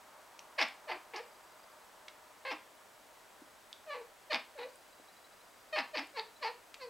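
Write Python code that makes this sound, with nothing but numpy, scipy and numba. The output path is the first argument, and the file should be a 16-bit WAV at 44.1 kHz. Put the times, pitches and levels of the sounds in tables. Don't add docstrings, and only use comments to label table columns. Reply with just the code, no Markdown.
import sys
import numpy as np
from scipy import signal
from scipy.fft import rfft, irfft
from scipy.io import wavfile
from numba import njit

SR = 44100
rng = np.random.default_rng(int(sys.argv[2]) if len(sys.argv) > 2 else 0)


def int16_out(signal):
    q = np.round(np.clip(np.atleast_2d(signal).T, -1, 1) * 32767)
    wavfile.write(sys.argv[1], SR, q.astype(np.int16))


N = 304013

# start, length, attack, release, time until the voice breaks and dive time,
# all in seconds; opening, lowest and final pitch in Hz; base levels of fundamental, throat and mouth
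# in dB; creak roughness from 0 to 1; lip resonance at the widest gape in Hz; and its gain in dB,
# which grows as the head turns this way.
CHIRPS = [ (.576, 0.083, 0.0089, 0.031, 0.0095, .045, 621, 235.2, 222, -41, -39, -32.5, 0.98, 5340, -3.5),
          (.867, .11, 0.023, .053, 0.014, 0.04, 594.8, 338.8, 369, -43, -44, -42, 1, 4800, -6.5),
          (1.133, .084, 0.0036, 0.022, 0.0012, 0.019, 525, 345.8, 514, -43.5, -50, -47, .8, 4900, -9),
          (2.448, 0.11, 0.0019, 0.031, 0.055, 0.024, 550, 284, 338, -45, -44.5, -41, .8, 5400, -5.5),
          (3.86, 0.17, .05, 0.11, 0.07, 0.023, 602.3, 486.5, 450, -43, -42.5, -42.5, 0.72, 4140, -5),
          (4.296, 0.084, .012, 0.024, 0.022, 0.029, 612.4, 252.5, 224.5, -40.5, -41.5, -36, 0.95, 5270, -2.5),
          (4.551, 0.13, .042, 0.048, .026, 0.015, 564.6, 470.4, 540.6, -41, -51.5, -48, 0.8, 4000, -2),
          (5.723, 0.11, 0.0066, 0.032, .035, .042, 623.8, 254, 223, -41.5, -41.5, -37, .97, 5030, -4),
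          (5.93, 0.11, 0.015, 0.051, .02, 0.035, 612, 244.7, 356, -41, -45.5, -41, 0.97, 5350, -2),
          (6.135, 0.086, 0.0385, 0.022, 0.027, .022, 547, 433.7, 442, -44.5, -45, -42, 0.48, 4500, 0),
          (6.409, 0.11, 0.0194, 0.04, 0.017, 0.018, 583, 437.2, 501.6, -46, -41.5, -40.5, 0.46, 4770, 0),
          (6.782, 0.11, 0.0353, 0.06, 0.0197, .06, 554, 473, 464, -51, -52, -49.5, 0.084, 4670, 4.5), ]
# centre in Hz, width in Hz, relative gain in dB.
THROAT_MODES = [(828, 280, -8.5), (1179, 150, -11.5)]
# centre in Hz, width in Hz, relative gain in dB.
MOUTH_MODES = [(1736, 1220, -2), (2254, 1210, 2.5), (3240, 1560, -12.5)]
# centre in Hz, width in Hz, relative gain in dB.
SHEEN_MODES = [(8860, 2400, -38), (11470, 1000, -34), (13600, 810, -35)]
# start in seconds, dry peak in dB.
SNAPS = [(0.624, -19), (1.159, -35), (2.517, -30), (4.331, -22.5), (4.345, -21.5), (5.788, -22.5),
         (5.972, -24), (5.98, -24.5), (6.195, -24.5)]
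# centre in Hz, width in Hz, relative gain in dB.
SNAP_MODES = [(2210, 320, 11.4), (3730, 790, 6.2), (4690, 380, 5.5)]
# start in seconds, dry peak in dB, centre in Hz, width in Hz,
# seconds for the crackle to fall 60 dB.
CLICKS = [(.392, -36.5, 2840, 1100, 0.019), (0.3932, -39, 5800, 800, 0.0043),
          (.685, -43.5, 7700, 3000, 0.019), (1.163, -34, 5050, 1190, 0.094), (2.082, -37, 1960, 910, 0.042),
          (2.084, -35, 4070, 1500, 0.016), (3.729, -32, 3930, 1210, 0.011),
          (4.757, -46.5, 8950, 2000, .015), (6.072, -47, 8760, 2400, .015),
          (6.743, -32.5, 2690, 3000, 0.04)]
# start in seconds, dry peak in dB.
BUMPS = [(3.418, -47.5), (4.998, -51)]
# start in seconds, length in seconds, motor steps from pip to pip,
# pitch in Hz, glide to either side as a share of the pitch (negative falls), typical level in dB.
FOCUS_RUNS = [(1.238, .5, 1, 4820, -0.019, -69.5), (4.695, 1.55, 1, 4840, -0.015, -70.5),
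              (4.931, .5, 2, 4000, .055, -67), (6.288, .1, 2, 4000, 0.037, -64)]
# centre in Hz, width in Hz, relative gain in dB.
RECESS_MODES = [(513, 9, -7.5), (615.5, 12, 10), (785, 38, 0), (902, 32, -5.5), (913, 28, 1.5),
                (1220, 38, -21)]
# frequency in Hz, relative level in dB.
BED_SPECTRUM = [(15, -58), (25, -15), (122, -15), (152, -17), (183, -13.5), (445, -6.5), (482, -6.5),
                (631, -2.5), (871, -2.5), (970, 0), (2700, -13.5), (4870, -17), (5580, -17.5), (7700, -18),
                (15500, -23.5)]
# frequency in Hz, side level against mid in dB.
BED_WIDTH = [(60, 3), (110, -2), (200, -5.5), (380, -5.5), (700, -9.5), (1290, -12), (2380, -7), (4400, -8),
             (8120, -22), (15000, -93)]
# time in seconds, relative level in dB.
OUTDOOR_EBB = [(0, 7.5), (1.5, 6), (2.3, 4.5), (3.2, 3), (5.2, 1.5), (6.9, 2)]

TOP_HZ = 15800


def cat():
    out = np.zeros(N)
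    for start, *shape, lip_db in CHIRPS:
        add(out, start, chirp(shape, lip_db))
    for start, db in SNAPS:
        add(out, start, undb(db) * snap())
    for start, db, hz, width_hz, t60 in CLICKS:
        add(out, start, undb(db) * knock([(hz, width_hz, 0)], t60, grit=0.081))
    for start, db in BUMPS:
        add(out, start, undb(db) * knock([(294, 130, 11), (800, 400, -14)], t60=0.016, grit=0.6))
    return out


def chirp(shape, lip_db, shut_s=0.0086, low_cut_hz=205):
    hz, tone_db, throat_db, mouth_db, rough, lip_hz = gesture(*shape)
    phase, buzz = vocal_folds(hz, rough)
    left_s = np.arange(len(hz))[::-1] / SR
    gate = signal.windows.tukey(len(hz), .06) * np.minimum(left_s / shut_s, 1)
    fundamental = gate * undb(tone_db) * np.sqrt(2) * np.sin(2 * np.pi * phase)
    throat = resonate(gate * buzz * undb(throat_db), THROAT_MODES)
    mouth = resonate(gate * buzz * undb(mouth_db), mouth_modes(lip_hz, lip_db))
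    low_cut = signal.butter(6, low_cut_hz, "high", fs=SR, output="sos")
    return signal.sosfilt(low_cut, np.pad(fundamental + throat + mouth, (0, len(hz))))


def gesture(length, attack, release, break_s, dive_s, start_hz, lowest_hz, end_hz,
            tone_db, throat_db, mouth_db, roughness, open_hz,
            sag_hz_per_s=480, shut_hz=3940, clean_rough=.12, hard_attack_s=0.0068):
    t = np.arange(int(length * SR)) / SR
    stages = np.sort([0, break_s, break_s + dive_s, length])
    onset = np.clip(1 - t / attack, 0, 1)
    fade = np.clip(1 - (length - t) / release, 0, 1)
    break_hz = start_hz - sag_hz_per_s * break_s
    hz = np.exp(np.interp(t, stages, np.log([start_hz, break_hz, lowest_hz, end_hz])))
    hz *= 1 + 0.0801 * onset
    jaw = np.interp(t, stages, [0, 0.37, 1, 0.05])
    lip_hz = shut_hz + (open_hz - shut_hz) * jaw
    fallen = (break_hz - hz) / max(break_hz - lowest_hz, 1)
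    cracked = np.clip(fallen / 0.458, 0, 1) * (1 - 0.19 * fade)
    catch = (t > break_s) * np.exp(-np.abs(t - break_s) / 0.0075)
    rasp = max(1 - attack / hard_attack_s, 0) * np.exp(-t / .03)
    creak = np.minimum(cracked + 0.26 * catch + rasp, 1)
    rough = np.clip(clean_rough + (roughness - clean_rough) * creak, 0, 1)
    effort_db = 2.5 * catch - 26.5 * onset - 25 * fade
    tone_db = tone_db - 15.5 * onset - 3 * fade - 10 * rough
    throat_db = throat_db + effort_db + 6 * rough
    mouth_db = mouth_db + effort_db + 9.5 * rough
    return hz, tone_db, throat_db, mouth_db, rough, lip_hz


def vocal_folds(hz, rough, jitter=0.0988, shimmer_db=3, full_air_share=.5, puff_cycles=.5):
    stretch, size = rng.standard_normal((200, 2)).T
    cycle = np.cumsum(hz / SR).astype(int)
    phase = np.cumsum(hz * np.exp(jitter * rough * stretch[cycle]) / SR)
    accent = np.clip(size[np.round(phase).astype(int)], -2, 1.5)
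    strength = undb(shimmer_db * rough * (accent - 2.5))
    harmonic = np.arange(2, 64)[:, None]
    overtones = np.cos(2 * np.pi * harmonic * phase) * (harmonic * hz < TOP_HZ)
    pulses = overtones.sum(0) * 2 * np.sqrt(hz / SR)
    puffs = unit(noise(len(hz)) * (0.59 + np.exp(-(phase % 1) / puff_cycles)))
    air = full_air_share * rough ** 2.26
    return phase, strength * (np.sqrt(1 - air) * pulses + np.sqrt(air) * puffs)


def mouth_modes(lip_hz, lip_db, lip_width_hz=520, half_open_hz=4700, sheen_db_per_khz=7):
    pull = (lip_hz / half_open_hz) ** 0.31
    lift_db = sheen_db_per_khz * (lip_hz - half_open_hz) / 1000
    vowel = [(hz * pull, width, db) for hz, width, db in MOUTH_MODES]
    sheen = [(hz, width, db + lift_db) for hz, width, db in SHEEN_MODES]
    return vowel + [(lip_hz, lip_width_hz, lip_db)] + sheen


def snap(high_cut_hz=5800):
    high_cut = signal.butter(6, high_cut_hz, fs=SR, output="sos")
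    tick = signal.sosfilt(high_cut, knock(SNAP_MODES, t60=.008, grit=0.21))
    return tick / np.abs(tick).max()


def knock(modes, t60, grit, samples=6000):
    t = np.arange(samples) / SR
    crackle = grit * noise(samples) * undb(-60 * t / t60)
    ring = resonate(signal.unit_impulse(samples) + crackle, modes)
    return ring / np.abs(ring).max()


def focus_motor(pip_s=.024, step_s=.04, scatter_db=3):
    out = np.zeros(N)
    ramp = np.linspace(-1, 1, int(pip_s * SR))
    for start, length, steps, hz, glide, db in FOCUS_RUNS:
        phase = np.cumsum(hz * (1 + glide * ramp)) / SR
        pip = np.sqrt(2) * np.sin(2 * np.pi * phase) * np.hanning(len(ramp))
        times = np.arange(start, start + length, steps * step_s)
        for t, accent in zip(times, noise(64)):
            add(out, t - pip_s / 2, undb(db + scatter_db * accent) * pip)
    return out


def room(x, t60=0.28, build_s=0.0032, pane_s=0.00235, pane_db=-13, side_db=-16):
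    t = np.arange(SR // 2) / SR
    decay = undb(-60 * t / t60) * (1 - np.exp(-(t / build_s) ** 2))
    envelope = undb(-11) * decay / np.linalg.norm(decay)
    tail_eq = [(150, -5), (450, 8), (1000, 6.5), (2500, 5.5), (3500, 6), (5000, 2.5), (12000, -1)]
    mid, side = (colour(noise(len(t)), tail_eq) * envelope for _ in range(2))
    mid[0] += 1
    mid[int(pane_s * SR)] += undb(pane_db)
    impulse = signal.unit_impulse(len(t))
    mid += sum(undb(db - 7) * band(impulse, hz, width) for hz, width, db in RECESS_MODES)
    return np.array([signal.fftconvolve(x, mid + sign * undb(side_db) * side)[:N] for sign in (1, -1)])


def background(bed_db=-58.5, recess_db=-67.5, whine_db=-84, whine_hz=(7800, 7827)):
    t = np.arange(N) / SR
    mid, side = (undb(bed_db) * unit(colour(noise(N), BED_SPECTRUM)) for _ in range(2))
    ebb = undb(np.interp(t, *np.transpose(OUTDOOR_EBB)) - 6.5)
    mid += (ebb - 1) * band(mid, 970, 850)
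    ring = sum(undb(db) * band(colour(noise(N), BED_SPECTRUM), hz, width)
               for hz, width, db in RECESS_MODES)
    recess = ebb * undb(recess_db) * unit(ring)
    whine = undb(whine_db) * np.sqrt(2) * sum(np.sin(2 * np.pi * hz * t) for hz in whine_hz)
    spread = colour(side, BED_WIDTH) * np.array([[1], [-1]])
    return mid + recess + whine + spread


def resonate(x, modes):
    out, power = 0, 0
    for k, (hz, width, db) in enumerate(modes):
        hz = np.minimum(hz * np.ones(len(x)), .45 * SR)
        ring = swept_band(swept_band(x, hz, 1.5 * width), hz, 1.5 * width)
        out = out + (-1) ** k * undb(db) * ring
        power += undb(db) ** 2 * 2 * width / SR
    return out / np.sqrt(power)


@njit
def swept_band(x, hz, width_hz):
    out, band_state, low_state = np.empty(len(x)), 0., 0.
    for i in range(len(x)):
        tuning, damping = np.tan(np.pi * hz[i] / SR), width_hz / hz[i]
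        ring = (band_state + tuning * (x[i] - low_state)) / (1 + tuning * (tuning + damping))
        band_state = 2 * ring - band_state
        low_state += 2 * tuning * ring
        out[i] = damping * ring
    return out


def band(x, hz, width_hz):
    return signal.lfilter(*signal.iirpeak(hz, hz / width_hz, fs=SR), x)


def colour(x, points):
    hz, db = np.transpose(points)
    bins_hz = np.maximum(np.fft.rfftfreq(len(x), 1 / SR), 1)
    return irfft(rfft(x) * undb(np.interp(np.log(bins_hz), np.log(hz), db)), len(x))


def add(track, t, x):
    i = int(t * SR)
    track[i:i + len(x)] += x[:max(N - i, 0)]


def undb(db):
    return 10 ** (np.asarray(db) / 20)


def unit(x):
    return x / np.sqrt(np.mean(x ** 2))


def noise(count):
    return rng.standard_normal(count)


def scene():
    balance = undb([[.17], [-.17]])
    return (room(cat() + focus_motor()) + background()) * balance


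def record(dry):
    return signal.sosfilt(signal.ellip(10, .1, 60, TOP_HZ, fs=SR, output="sos"), dry)


dry = scene()
out = record(dry)
int16_out(out)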